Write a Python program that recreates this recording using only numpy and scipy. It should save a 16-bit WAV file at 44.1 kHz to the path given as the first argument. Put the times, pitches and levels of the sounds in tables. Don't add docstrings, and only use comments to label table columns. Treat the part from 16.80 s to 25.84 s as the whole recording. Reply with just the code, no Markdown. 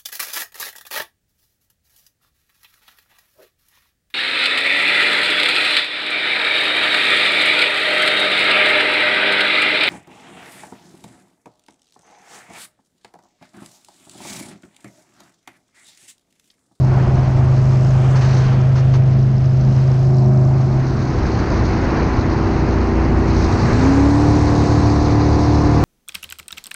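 import sys
import numpy as np
from scipy import signal
from scipy.fft import rfft, irfft
from scipy.io import wavfile
from scipy.ndimage import uniform_filter1d

SR = 44100
rng = np.random.default_rng(int(sys.argv[2]) if len(sys.argv) > 2 else 0)


def to_wav(sig):
    pcm = np.clip(np.atleast_2d(sig), -1, 1) * 32767
    pcm = np.round(pcm).astype(np.int16)
    wavfile.write(sys.argv[1], SR, pcm.T)


def volts_from_db(level):
    exponent = np.asarray(level, float) / 20
    return 10 ** exponent


N = 398663

# time_s, roar_db, spray_db, fizz_db
RUSH = [(0.0, -37, -53, -66), (0.15, -28.5, -49.5, -64), (0.7, -33.5, -49.5, -62.5),
        (1.08, -34, -50, -57.5), (1.34, -31, -52, -55.5), (1.56, -30.5, -38.5, -57.5),
        (1.72, -30.5, -45.5, -62), (1.85, -35, -52, -65), (2.62, -39.5, -52.5, -67.5),
        (2.97, -36.5, -47.5, -63.5), (3.6, -36.5, -52.5, -64), (3.93, -33, -45.5, -65.5),
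        (4.6, -27, -40.5, -67), (5.22, -25.5, -40.5, -67), (5.5, -27.5, -42.5, -67.5),
        (6.36, -27.5, -44.5, -67), (6.63, -26, -36.5, -58.5), (7.08, -23.5, -37.5, -51.5),
        (7.3, -28, -40, -53), (7.75, -27.5, -36, -53), (8.43, -29, -37.5, -59), (9.04, -27.5, -37.5, -58)]
# time_s, share (0-1)
FACING = [(0, 0.7), (1.5, 0.14), (1.95, 0), (3.15, 0.27), (3.35, .95), (4.6, 0.83)]


def evened(x):
    return x / np.sqrt(np.mean(x ** 2) + 1e-20)


def shape(points, hz):
    f, db = np.transpose(points)
    return volts_from_db(np.interp(np.log(hz + 1), np.log(f + 1), db, -120, -120))


def tint(x, points):
    hz = np.fft.rfftfreq(len(x), 1 / SR)
    return irfft(rfft(x) * shape(points, hz), len(x))


def curves(rows, t):
    s, *columns = np.transpose(rows)
    return [np.interp(t, s, c) for c in columns]


def wander(count, rate):
    knots = rng.standard_normal((count, 2000))
    knots = uniform_filter1d(knots, max(round(100 / rate), 1), axis=1)
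    at = np.arange(N) * 200 / SR
    return [np.interp(at, np.arange(2000), evened(k)) for k in knots]


def dissolve(t):
    span = 3.37, 4.62
    start_s, end_s = span
    return np.clip((t - start_s) / (end_s - start_s), 0, 1)


def tones(rate, order_db, waver_db, slip):
    turns = 2 * np.pi * np.cumsum(rate) / SR
    sizes = wander(count=len(order_db), rate=9)
    phases = wander(count=len(order_db), rate=5)
    starts = 2 * np.pi * rng.random(len(order_db))
    total = np.zeros(N)
    for k, (db, size, phase, start) in enumerate(zip(order_db, sizes, phases, starts)):
        total += volts_from_db(db + waver_db * size) * np.sin((k + 1) * turns + start + slip * phase)
    return np.sqrt(2) * total


def easy_orders(t, rate):
    # cycle_multiple, relative_db
    ahead = [(1, -27), (2, -24), (3, -19.5), (4, -12.5), (5, 0), (6, -24.5), (7, -25.5), (8, -21.5),
             (9, -29), (10, -34.5), (11, -35), (12, -38.5), (13, -31), (14, -28), (15, -32), (16, -36.5),
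             (17, -40.5), (18, -35), (19, -39), (20, -37.5), (21, -38.5), (22, -40), (23, -37), (24, -30),
             (25, -32.5), (26, -36), (27, -36), (28, -41), (29, -38), (30, -40.5)]
    # cycle_multiple, relative_db
    swung = [(1, -30.5), (2, -24.5), (3, -18.5), (4, -14.5), (5, -1), (6, -19.5), (7, -26), (8, -12.5),
             (9, -26.5), (10, -30), (11, -26), (12, -32.5), (13, -22), (14, -17), (15, -30.5), (16, -34.5),
             (17, -38.5), (18, -41.5), (19, -47), (20, -40.5), (21, -33), (22, -37.5), (23, -31),
             (24, -25.5), (25, -34), (26, -36), (27, -29), (28, -37.5), (29, -36), (30, -37.5)]
    # centre_s, swell_db
    swells = [(1.0, 4), (1.95, 5), (2.45, 13), (2.93, 10), (3.55, 4.7)]
    swell_s, rest_db = 0.13, -4.5
    facing = np.clip(curves(FACING, t)[0], 0, 1)
    load_db = rest_db + sum(db * np.exp(-((t - s) / swell_s) ** 2) for s, db in swells)
    boom_db = [db if k == 5 else -120 for k, db in ahead[:5]]
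    boom = tones(rate, boom_db, waver_db=0.0, slip=0.19)
    order_db = []
    for (k, a), (_, b) in zip(ahead, swung):
        order_db.append((1 - facing) * a + facing * b + (k == 8) * load_db - (k == 5) * 120)
    return boom + tones(rate, order_db, waver_db=2.2, slip=0.17)


def valve_ticks(t, rate):
    cylinders = [-48, -38, -55, -48, -57, -57, -43, -57]
    # frequency_hz, relative_db_per_hz
    colour = [(3200, -26), (3900, -4), (4500, -6), (5200, -2), (6000, 0), (7000, -19)]
    # time_s, gain_db
    gains = [(0, 4.5), (.7, 3), (.82, 11.5), (1.05, 7), (1.2, 3), (2.2, 2.5), (2.5, 5.5), (3, 8),
             (3.65, 6.5), (4.6, 6)]
    firing = np.floor(8 * np.cumsum(rate) / SR).astype(int)
    at = np.flatnonzero(np.diff(firing))
    gate = np.zeros(N)
    gate[at] = volts_from_db(np.take(cylinders, firing[at] % 8) + 2.5 * rng.standard_normal(len(at)))
    burst = np.exp(-np.arange(300) / (0.0014 * SR))
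    ring = burst * np.sin(2 * np.pi * 5100 * np.arange(300) / SR)
    rattle = signal.oaconvolve(gate, burst)[:N] * rng.standard_normal(N)
    ringing = signal.oaconvolve(gate * rng.choice([-1, 1], N), ring)[:N]
    return volts_from_db(curves(gains, t)[0]) * tint(rattle + 0.6 * ringing, colour)


def easy_engine(t):
    # time_s, level_db
    levels = [(0, -13.5), (.5, -14), (1, -12), (1.95, -12.5), (2.2, -11), (2.6, -13), (2.92, -12),
              (3.15, -13), (3.6, -9.5), (4.6, -11)]
    rate = 25.95 + 0.075 * t
    return volts_from_db(curves(levels, t)[0]) * easy_orders(t, rate) + valve_ticks(t, rate)


def fast_engine(t):
    # cycle_multiple, relative_db
    cruise = [(1, -16), (2, -0.5), (3, -4), (4, -16), (5, -10.5), (6, -23.5), (7, -11.5), (8, -6),
              (9, -9.5), (10, -17.5), (11, -4.5), (12, -18), (13, -8.5), (14, -17.5), (15, -22.5),
              (16, -20), (17, -29), (18, -27.5), (19, -33.5), (20, -27), (21, -29), (22, -32.5), (23, -22),
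              (24, -21.5), (25, -20), (26, -20.5), (27, -23.5), (28, -25.5), (29, -27), (30, -24),
              (31, -29), (32, -34.5), (33, -27), (34, -26.5)]
    # cycle_multiple, relative_db
    full_throttle = [(1, -17.5), (2, -0.5), (3, 0), (4, -4), (5, -11), (6, -10), (7, -12), (8, -0.5),
                     (9, -11.5), (10, -10), (11, -14), (12, -17), (13, -14.5), (14, -15), (15, -32),
                     (16, -20.5), (17, -27), (18, -22), (19, -12.5), (20, -18), (21, -17), (22, -25),
                     (23, -17.5), (24, -20), (25, -27), (26, -24.5), (27, -17), (28, -21.5), (29, -22),
                     (30, -23.5), (31, -24), (32, -28), (33, -28.5), (34, -32)]
    # time_s, cycles_per_s
    speeds = [(6.92, 29.6), (6.98, 31.2), (7.08, 33.8), (7.17, 34.6), (7.41, 36.7), (7.55, 37.08),
              (7.86, 36.5), (8.33, 37.0), (9.04, 36.76)]
    # time_s, level_db
    levels = [(3.6, -22.5), (4.6, -25.5), (6.4, -19.5), (6.9, -21.5), (7.16, -19.5), (7.6, -20),
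              (9.04, -18.5)]
    cruise_rate, full_rate = 29.6, 36.0
    throttle_s, surge_db, surge_s = 6.92, 7.5, 0.22
    rate = curves(speeds, t)[0]
    opened = np.maximum(t - throttle_s, 0) / surge_s
    load_db = surge_db * opened * np.exp(1 - opened)
    full = np.clip((rate - cruise_rate) / (full_rate - cruise_rate), 0, 1)
    order_db = [(1 - full) * a + full * b + (k == 8) * load_db
                for (k, a), (_, b) in zip(cruise, full_throttle)]
    return volts_from_db(curves(levels, t)[0]) * tones(rate, order_db, waver_db=1.2, slip=0.15)


def splashes(t):
    # start_s, relative_db, length_s
    slaps = [(1.357, -31, .035), (1.41, -31, .07), (1.955, -33, .055), (2.137, -31, .028)]
    # frequency_hz, relative_db_per_hz
    colour = [(300, -6), (1000, 4.5), (2000, -3.5), (3300, -13), (4200, -8), (6500, -11.5), (7200, -25.5),
              (9500, -47), (15500, -70)]
    gate = sum(volts_from_db(db) * (t > s) / (1 + ((t - s) / length) ** 4) for s, db, length in slaps)
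    return uniform_filter1d(gate, size=100) * evened(tint(rng.standard_normal(N), colour))


def rush(size, colour, level, band, patchy_db, flicker_db):
    hop = size // 4
    frames, hz = N // hop + 5, np.fft.rfftfreq(size, 1 / SR)
    t = np.arange(frames) * hop / SR
    real, imaginary, patches = rng.standard_normal((frames, len(hz), 3)).T
    patches = uniform_filter1d(patches, size // 64, axis=0)
    patches = evened(uniform_filter1d(patches, 8192 // size, axis=1))
    flicker = evened(uniform_filter1d(rng.standard_normal(frames), size=3))
    gain = colour(hz, t)
    inside = (hz > band[0]) & (hz < band[1])
    gain = gain / np.sqrt((gain[inside] ** 2).sum(0))
    gain = gain * volts_from_db(patchy_db * patches + flicker_db * flicker + level(t))
    spectra = (real + 1j * imaginary) * gain
    return signal.istft(spectra, nperseg=size, noverlap=size - hop)[1][:N]


def steady(points):
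    return lambda hz, t: shape(points, hz)[:, None]


def roar_colour(hz, t):
    # frequency_hz, relative_db_per_hz
    easy_points = [(100, -4.5), (250, -7), (480, -5.5), (700, -7.5), (1200, -12.5), (2000, -20),
                   (2700, -24), (3300, -28.5), (5000, -46)]
    # frequency_hz, relative_db_per_hz
    fast_points = [(100, -4.5), (300, -1), (600, -9), (1000, -8.5), (1400, -13), (2000, -16), (2600, -21.5),
                   (3200, -30.5), (5000, -44.5)]
    easy_tilt, facing_tilt, fast_tilt = 2.0, -7.5, -1.5
    facing, fast = curves(FACING, t)[0], dissolve(t)
    gap = volts_from_db(-12.0 * np.outer(np.exp(-((hz - 480) / 70) ** 2), facing))
    easy_part = np.outer(shape(easy_points, hz), 1 - fast) * gap
    fast_part = np.outer(shape(fast_points, hz), fast)
    tilt = (1 - fast) * (easy_tilt + facing_tilt * facing) + fast * fast_tilt
    octaves = np.log2(np.maximum(hz / 1000, 1))
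    return (easy_part + fast_part) * volts_from_db(np.outer(octaves, tilt))


def roar():
    return rush(size=1024, colour=roar_colour, level=lambda t: curves(RUSH, t)[0],
                band=(800, 2800), patchy_db=0.85, flicker_db=0.32)


def spray():
    # frequency_hz, relative_db_per_hz
    colour = [(2500, -32.5), (3400, -11), (3800, -3.5), (4200, 1.5), (5000, -2), (6500, -5.5),
              (6900, -17.5), (7500, -27), (8500, -40.5)]
    return rush(size=256, colour=steady(colour), level=lambda t: curves(RUSH, t)[1],
                band=(3800, 6800), patchy_db=1.0, flicker_db=1.57)


def fizz():
    # frequency_hz, relative_db_per_hz
    colour = [(2500, -2.5), (4000, -3), (6500, 3), (7300, -3), (8200, -4.5), (9000, -12), (10000, -23),
              (12000, -34), (15500, -42)]
    return rush(size=256, colour=steady(colour), level=lambda t: curves(RUSH, t)[2],
                band=(7300, 9500), patchy_db=1.5, flicker_db=1.5)


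def gusty_rush():
    depths = .4, 1., .6
    layers = roar(), spray(), fizz()
    gusts = wander(count=3, rate=9)
    return sum(volts_from_db(depth * gust) * layer for depth, gust, layer in zip(depths, gusts, layers))


def wind():
    # frequency_hz, relative_db_per_hz
    colour = [(15, -15), (35, -7), (60, -0.5), (110, 0.5), (200, -9.5), (400, -21), (800, -44)]
    # time_s, wind_db
    breeze = [(0, -26.5), (.4, -24), (1, -28), (2.4, -30), (3, -29), (3.5, -38.5), (4.3, -25), (6.5, -24.5),
              (6.95, -20.5), (7.2, -26), (7.8, -26.5), (9.04, -25)]
    return rush(size=4096, colour=steady(colour), level=lambda t: curves(breeze, t)[0],
                band=(25, 70), patchy_db=0.43, flicker_db=0.75)


def scene():
    t = np.arange(N) / SR
    fast = dissolve(t)
    engine = (1 - fast) * easy_engine(t) + fast * fast_engine(t)
    return (engine + splashes(t) + gusty_rush() + wind())[None]


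def roll_off(x):
    return signal.sosfilt(signal.butter(12, 15700, fs=SR, output="sos"), x)


def record(dry):
    mix = np.tanh(dry / 1.3) * 1.3
    return roll_off(mix)


dry = scene()
out = record(dry)
to_wav(out)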